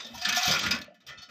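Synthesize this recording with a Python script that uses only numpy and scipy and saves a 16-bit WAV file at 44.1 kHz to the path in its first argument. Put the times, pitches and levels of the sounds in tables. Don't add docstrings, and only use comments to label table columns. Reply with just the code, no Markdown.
import sys
import numpy as np
from scipy import signal
from scipy.fft import rfft, irfft
from scipy.io import wavfile
from scipy.ndimage import uniform_filter1d

SR = 44100
rng = np.random.default_rng(int(sys.argv[2]) if len(sys.argv) > 2 else 0)


def int16_out(signal):
    q = np.round(np.clip(np.atleast_2d(signal).T, -1, 1) * 32767)
    wavfile.write(sys.argv[1], SR, q.astype(np.int16))


N = 57330
TIME = np.arange(N) / SR
FOCUS_HZ, SPREAD_DB = 354, 3

# frequency in Hz, relative spectral level in dB.
CLATTER = [(400, -45), (900, -12.5), (1300, -9.5), (2400, -6.5), (2800, -7.5), (3300, -5.5), (4900, -14),
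           (6800, -19), (8000, -25.5), (9300, -33.5), (11000, -30.5), (12500, -31.5), (13500, -20.5),
           (15300, -41.5)]


def clattering_iron():
    # start in seconds, level in dB, low and treble offsets in dB,
    # brightest frequency in Hz, 60 dB decay time in seconds, rise time in seconds.
    jolts = [(0.0024, -34.5, -21, -41, 3660, 0.18, 0.00064), (0.046, -31.5, -25, -30, 5370, 0.051, 0.0023),
             (0.066, -34, -12, -8.5, 3870, 0.072, 0.00083), (0.1404, -36, -17, -1, 6200, 0.25, 0.0089),
             (0.178, -28, -8, -13, 2730, 0.044, 0.0013), (0.2126, -26, -7, -11, 4840, 0.22, 0.0033),
             (0.247, -19.5, -27, -41, 4300, 0.16, 0.0016), (0.2504, -8, -7, -17.5, 1490, 0.047, 0.0044),
             (0.2867, -13.5, -8, -11.5, 2570, 0.085, 0.0033), (0.323, -12, -9, -10.5, 3950, 0.051, 0.0046),
             (0.3467, -16.5, -16, -5, 6200, 0.073, 0.0079), (0.3592, -12.5, -9, -8.5, 6840, 0.16, 0.0036),
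             (0.416, -24.5, 1.5, -16, 6260, 0.34, 0.0072), (0.4307, -19, -24.5, -10, 4070, 0.12, 0.00073),
             (0.453, -25.5, -24, -3, 6100, 0.31, 0.0017), (0.4703, -9.5, -7, -10.5, 2400, 0.13, 0.0064),
             (0.49, -23, -0.5, -12, 3740, 0.16, 0.0023), (0.511, -9, -4.5, -10.5, 4970, 0.079, 0.0022),
             (0.5337, -27, 5, -3.5, 3520, 0.25, 0.0021), (0.5555, -41, 19, -13, 2170, 0.16, 0.0038),
             (0.591, -20.5, -5, -7, 3340, 0.038, 0.0013), (0.63, -20.5, -6.5, -17.5, 1370, 0.15, 0.0018),
             (0.661, -23.5, -12, -15, 1410, 0.13, 0.0013), (0.708, -14, -8, -10.5, 4880, 0.088, 0.0027),
             (0.7474, -25, -8.5, -13.5, 1650, 0.093, 0.0013), (0.815, -32, -5, -10, 4160, 0.048, 0.00085),
             (0.942, -53.5, -1.5, -8, 2060, 0.12, 0.003), (1.0025, -55, 1, -12, 3900, 0.16, 0.0024),
             (1.064, -31.5, -6, -8.5, 3200, 0.15, 0.01), (1.087, -38, 2, -15, 3160, 0.13, 0.0018),
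             (1.1067, -47.5, 7.5, -13, 1930, 0.09, 0.003), (1.172, -47, 2, -44, 3400, 0.3, 0.0034),
             (1.22, -38, -10.5, -13, 4500, 0.14, 0.0049), (1.286, -44, 1.5, -13, 1450, 0.26, 0.0033)]
    # time in seconds, level in dB, low and treble offsets in dB.
    chatter = [(0.0, -33.5, 5.5, -27), (0.036, -52.5, 2.5, -7), (0.206, -37, -7.5, -16),
               (0.264, -38.5, 14.5, -40), (0.372, -40.5, 16.5, -1), (0.416, -22, -2, -15),
               (0.476, -29, -2, -12), (0.61, -23.5, -5, -52), (0.671, -34.5, 11.5, -6),
               (0.699, -43, 11.5, -45), (0.714, -45, 26, -11), (0.845, -60.5, 11, -1),
               (0.857, -68, 21.5, -39), (0.992, -78.5, -2.5, -24), (1.092, -69, 18, -18),
               (1.284, -76, 2, -44), (1.3, -69, 10, -43)]
    # frequency in Hz, bandwidth in Hz, relative level in dB.
    rim = [(1101, 71, -4.5), (1210, 66, -4), (1273, 28, -3.5), (1356.6, 21, -2.5), (1424, 20, -2.5),
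           (1493, 17, -4), (1744, 36, 1.5), (1962.5, 35, -4.5), (2239, 33, -5), (2380, 49, -3),
           (2582, 19, -2), (2552, 33, -3)]
    fittings = [(3330, 26, -3.5), (3235, 11, -4.5), (3744, 88, -2.5), (3590, 31, -7), (3970, 22, -24.5),
                (4435, 50, -7.5), (4744, 140, -1), (4957, 120, -2), (5066, 40, -6.5), (5324, 29, -5.5),
                (5640, 150, -2), (6107, 100, -2.5), (6080, 39, -15), (6637, 29, -8.5), (7580, 51, -17)]
    thin_modes = [(12300, 150, -10), (12800, 150, -10), (13250, 90, -6), (13800, 90, -7), (14600, 80, -8),
                  (15000, 120, -9), (15250, 120, -8)]
    low_hz, treble_hz = 3000, 9500
    hiss_db, ring_db, focus_db = -16, -17, 8
    _, _, jolt_low, jolt_treble, brightest_hz, _, _ = np.transpose(jolts)
    times, chatter_db, chatter_low, chatter_treble = np.transpose(chatter)
    offsets_db = (jolt_low, np.zeros(len(jolts)), jolt_treble)
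    powers = [np.array([jolt(start, db, rise, t60 / haste) ** 2
                        for start, db, _, _, _, t60, rise in jolts]) for haste in (1, 1, 1.34)]
    chatter_power = [gain_of(np.interp(TIME, times, chatter_db + offset)) ** 2
                     for offset in (chatter_low, 0, chatter_treble)]
    trains = [impacts() for _ in range(4)]
    out = np.zeros(N)
    for band, edges in enumerate(((0, low_hz), (low_hz, treble_hz), (treble_hz, SR))):
        drive = np.sqrt(gain_of(offsets_db[band]) ** 2 @ powers[band] + chatter_power[band])
        scale = np.std(coloured(trains[0], CLATTER, *edges))
        out += gain_of(hiss_db) * coloured(trains[0] * drive, CLATTER, *edges) / scale
    modes = [(hz, width, ring_db + db) for hz, width, db in rim + fittings + thin_modes] + minor_modes()
    scatter_db = SPREAD_DB * np.clip(rng.standard_normal((len(jolts), len(modes))), -3, 1.5)
    for k, (hz, width, db) in enumerate(modes):
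        band = int(hz > low_hz) + int(hz > treble_hz)
        favour_db = offsets_db[band] + focus_db * nearness(hz, brightest_hz) + scatter_db[:, k]
        drive = np.sqrt(gain_of(favour_db) ** 2 @ powers[band] + chatter_power[band] * wander())
        force = trains[k % len(trains)] * drive
        out += gain_of(db) * rng.choice([-1, 1]) * resonator(force, hz, width)
    return out


def jolt(start, db, rise, t60):
    contact = gain_of(0.5) * blow(start, rise / 2, t60=0.0091)
    return gain_of(db) * (contact + blow(start, rise, t60))


def impacts(per_second=3000, spread_db=3, flicker_db=1.8):
    size = gain_of(spread_db * np.minimum(rng.exponential(1, N), 4)) * rng.choice([-1, 1], N)
    clumps = gain_of(flicker_db * smooth_noise(90))
    return unit_rms(size * (rng.random(N) < per_second / SR) * clumps)


def minor_modes(count=70, lo_hz=1050, hi_hz=8800, width_hz=60, offset_db=-19):
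    pitches = lo_hz + (hi_hz - lo_hz) * (np.arange(count) + rng.random(count)) / count
    clatter_hz, clatter_db = np.transpose(CLATTER)
    levels = offset_db + np.interp(np.log(pitches), np.log(clatter_hz), clatter_db)
    return [(hz, width_hz, db) for hz, db in zip(pitches, levels)]


def wander(depth_db=4, step_s=0.03):
    knots = np.arange(0, N / SR + step_s, step_s)
    return gain_of(np.interp(TIME, knots, depth_db * (rng.standard_normal(len(knots)) - 1))) ** 2


def resonator(force, hz, width_hz):
    radius = np.exp(-np.pi * width_hz / SR)
    turn, wide = np.exp(2j * np.pi * hz / SR), radius ** 8
    narrowed = signal.lfilter([1 - wide], [1, -wide * turn], force)
    return np.sqrt(2 * (1 - radius ** 2)) * signal.lfilter([1], [1, -radius * turn], narrowed).real


def ringing_iron(rise_s=0.004, focus_db=16):
    # start in seconds, level in dB, brightest frequency in Hz.
    strikes = [(0.045, -43.5, 5500), (0.044, -39, 3560), (.141, -36, 6200), (.143, -52, 4430),
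               (.362, -30, 6700), (1.084, -42, 1980), (1.098, -42, 1900), (1.108, -47.5, 1340),
               (1.128, -49, 2520), (1.172, -52, 4380), (1.176, -47, 3560), (1.183, -45, 5870),
               (1.186, -56, 3000), (1.194, -44, 3830), (1.214, -47, 4310), (1.218, -48.5, 5230),
               (1.228, -49, 6100), (1.228, -56, 3060), (1.24, -50, 3390), (1.284, -50, 1450)]
    # frequency in Hz, relative level in dB, 60 dB decay time in seconds.
    iron_modes = [(1320, -2.5, 0.24), (1418, -2, 0.23), (1810, 3.5, 0.16), (1997, -4.5, .3),
                  (2597, 0.5, 0.32), (3032, 1, 0.2), (3608, 0.5, 0.15), (3610, 0, 0.18), (4366, 3, 0.14),
                  (5340, -4, 0.22), (5308, 5, 0.12), (5800, -1, 0.076), (6180, 0, 0.097), (6900, -2, 0.077)]
    hz, mode_db, t60 = np.transpose(iron_modes)[:, :, None]
    draws = rng.random((len(strikes), 2, len(iron_modes), 1))
    wavers = np.array([waver() for _ in iron_modes])
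    out = np.zeros(N)
    for (start, db, brightest_hz), (weakening, phase) in zip(strikes, draws):
        at = round(start * SR)
        t = TIME[:min(N - at, SR // 2)]
        span = slice(at, at + len(t))
        favour_db = focus_db * (nearness(hz, brightest_hz) - 1) - SPREAD_DB * weakening
        tones = gain_of(db + mode_db + favour_db - 60 * t / t60) * np.sin(2 * np.pi * (hz * t + phase))
        out[span] += (1 - np.exp(-t / rise_s)) * (tones * wavers[:, span]).sum(0)
    return out


def slat():
    # start in seconds, level in dB, pitch in Hz, 60 dB decay time in seconds.
    knocks = [(0.051, -48, 647, 0.052), (0.138, -35, 758, 0.063), (0.149, -37, 953, 0.087),
              (0.178, -46, 671, 0.21), (0.217, -38.5, 723, 0.29), (0.303, -42, 714.6, 0.67),
              (0.37, -22.5, 720.8, 0.1), (0.416, -27.5, 745, 0.12), (0.453, -26, 729.5, 0.19),
              (0.489, -37, 558, 0.063), (0.501, -29, 701, 0.064), (0.533, -41, 723, 0.15),
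              (0.88, -37.5, 593.7, 0.051), (0.905, -48, 620.4, 0.074), (0.918, -46.5, 698, 0.059),
              (1.1, -53, 600, 0.1), (1.226, -45.5, 726, 0.045)]
    return damped_tones(knocks, rise_s=0.0022)


def hooves_and_bumps():
    # start in seconds, level in dB, pitch in Hz, 60 dB decay time in seconds.
    thuds = [(.045, -44, 230, 0.16), (.1, -43.5, 234, 0.33), (.13, -49.5, 74.4, 0.34),
             (.27, -38.5, 200, 0.23), (.325, -29.5, 233, 0.097), (.36, -35, 235.4, 0.1),
             (.477, -24, 105, 0.055), (.5, -24.5, 169.8, 0.088), (.523, -30, 120, 0.025),
             (.545, -35.5, 155.3, 0.081), (.65, -47, 70.5, 0.23), (.7, -23, 195, 0.092),
             (.73, -22, 235, 0.08), (.76, -18.5, 230, 0.024), (1.08, -54.5, 131.7, 0.18)]
    return damped_tones(thuds, rise_s=0.0069)


def grit():
    # start in seconds, level in dB.
    cracks = [(0.687, -42), (0.769, -48), (0.787, -37), (0.842, -48.5)]
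    envelope = sum(gain_of(db) * blow(start, rise=0.0011, t60=0.02) for start, db in cracks)
    return envelope * unit_rms(coloured(impacts(), CLATTER, lo_hz=3750))


def rumble(deep_hz=150, hollow_hz=330, top_hz=950):
    # time in seconds, levels of the board, deep and hollow bands in dB.
    levels = [(0.0, -65, -67.5, -60.5), (0.078, -68, -75, -53.5), (0.13, -61, -61, -59.5),
              (0.18, -54.5, -53, -71), (0.238, -74, -78, -76), (0.278, -45, -73, -54.5),
              (0.306, -48, -54.5, -53.5), (0.382, -63, -73, -78), (0.434, -68, -89, -76),
              (0.468, -58, -49, -72), (0.485, -39, -43.5, -41.5), (0.5, -46.5, -43, -37.5),
              (0.596, -50, -59, -44), (0.666, -37, -41, -48.5), (0.72, -58, -43, -46.5),
              (0.744, -52, -57, -48.5), (0.811, -48.5, -56, -54.5), (0.898, -63, -78, -69),
              (0.974, -68, -90, -85), (1.11, -73, -58, -60.5), (1.14, -63, -85, -60.5),
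              (1.183, -64.5, -57.5, -68), (1.276, -77, -84, -77.5), (1.3, -55, -86, -59)]
    # frequency in Hz, relative spectral level in dB.
    bed = [(25, -33.5), (45, -29), (70, -1), (140, 1), (200, 17.5), (235, 12), (320, 6), (400, 4),
           (600, 10.5), (900, -0.5)]
    times, boards, deep, hollow = np.transpose(levels)
    bands = ((deep, 0, deep_hz), (boards, deep_hz, hollow_hz), (hollow, hollow_hz, top_hz))
    return sum(gain_of(np.interp(TIME, times, db))
               * unit_rms(coloured(rng.standard_normal(N), bed, lo, hi)) for db, lo, hi in bands)


def reflections(direct, level_db=-14.5, cutoff_hz=4630):
    tail = rng.standard_normal(N) * blow(0.0071, rise=0.0086, t60=0.15)
    tail = signal.lfilter(*signal.butter(2, cutoff_hz, fs=SR), tail)
    return gain_of(level_db) * signal.fftconvolve(direct, tail / np.linalg.norm(tail))[:N]


def damped_tones(rows, rise_s):
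    return waver() * sum(gain_of(db) * blow(start, rise_s, t60)
                         * np.sin(2 * np.pi * (hz * TIME + rng.random())) for start, db, hz, t60 in rows)


def blow(start, rise, t60):
    t = np.maximum(TIME - start, 0)
    return (1 - np.exp(-t / rise)) * gain_of(-60 * t / max(t60, 0.01))


def nearness(hz, brightest_hz):
    return np.exp(-((hz - brightest_hz) / FOCUS_HZ) ** 2)


def waver(depth=0.3, rate_hz=90):
    return 1 + depth * smooth_noise(int(SR / rate_hz / 2))


def smooth_noise(samples):
    return unit_rms(uniform_filter1d(uniform_filter1d(rng.standard_normal(N), samples), samples))


def coloured(x, spectrum, lo_hz=0, hi_hz=SR):
    knots_hz, db = np.transpose(spectrum)
    hz = np.fft.rfftfreq(N, 1 / SR)
    response = gain_of(np.interp(np.log(hz + 1), np.log(knots_hz), db))
    return irfft(rfft(x) * response * (hz >= lo_hz) * (hz < hi_hz), N)


def unit_rms(x):
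    return x / np.sqrt(np.mean(x ** 2) + 1e-20)


def gain_of(db):
    return 10 ** (np.asarray(db) / 20)


def scene():
    direct = clattering_iron() + ringing_iron() + grit() + slat() + hooves_and_bumps()
    return (direct + reflections(direct) + rumble())[None]


def record(dry):
    low_pass = signal.firwin(511, cutoff=15550, window=("kaiser", 9), fs=SR)
    return signal.oaconvolve(dry, low_pass[None], "same")


dry = scene()
out = record(dry)
int16_out(out)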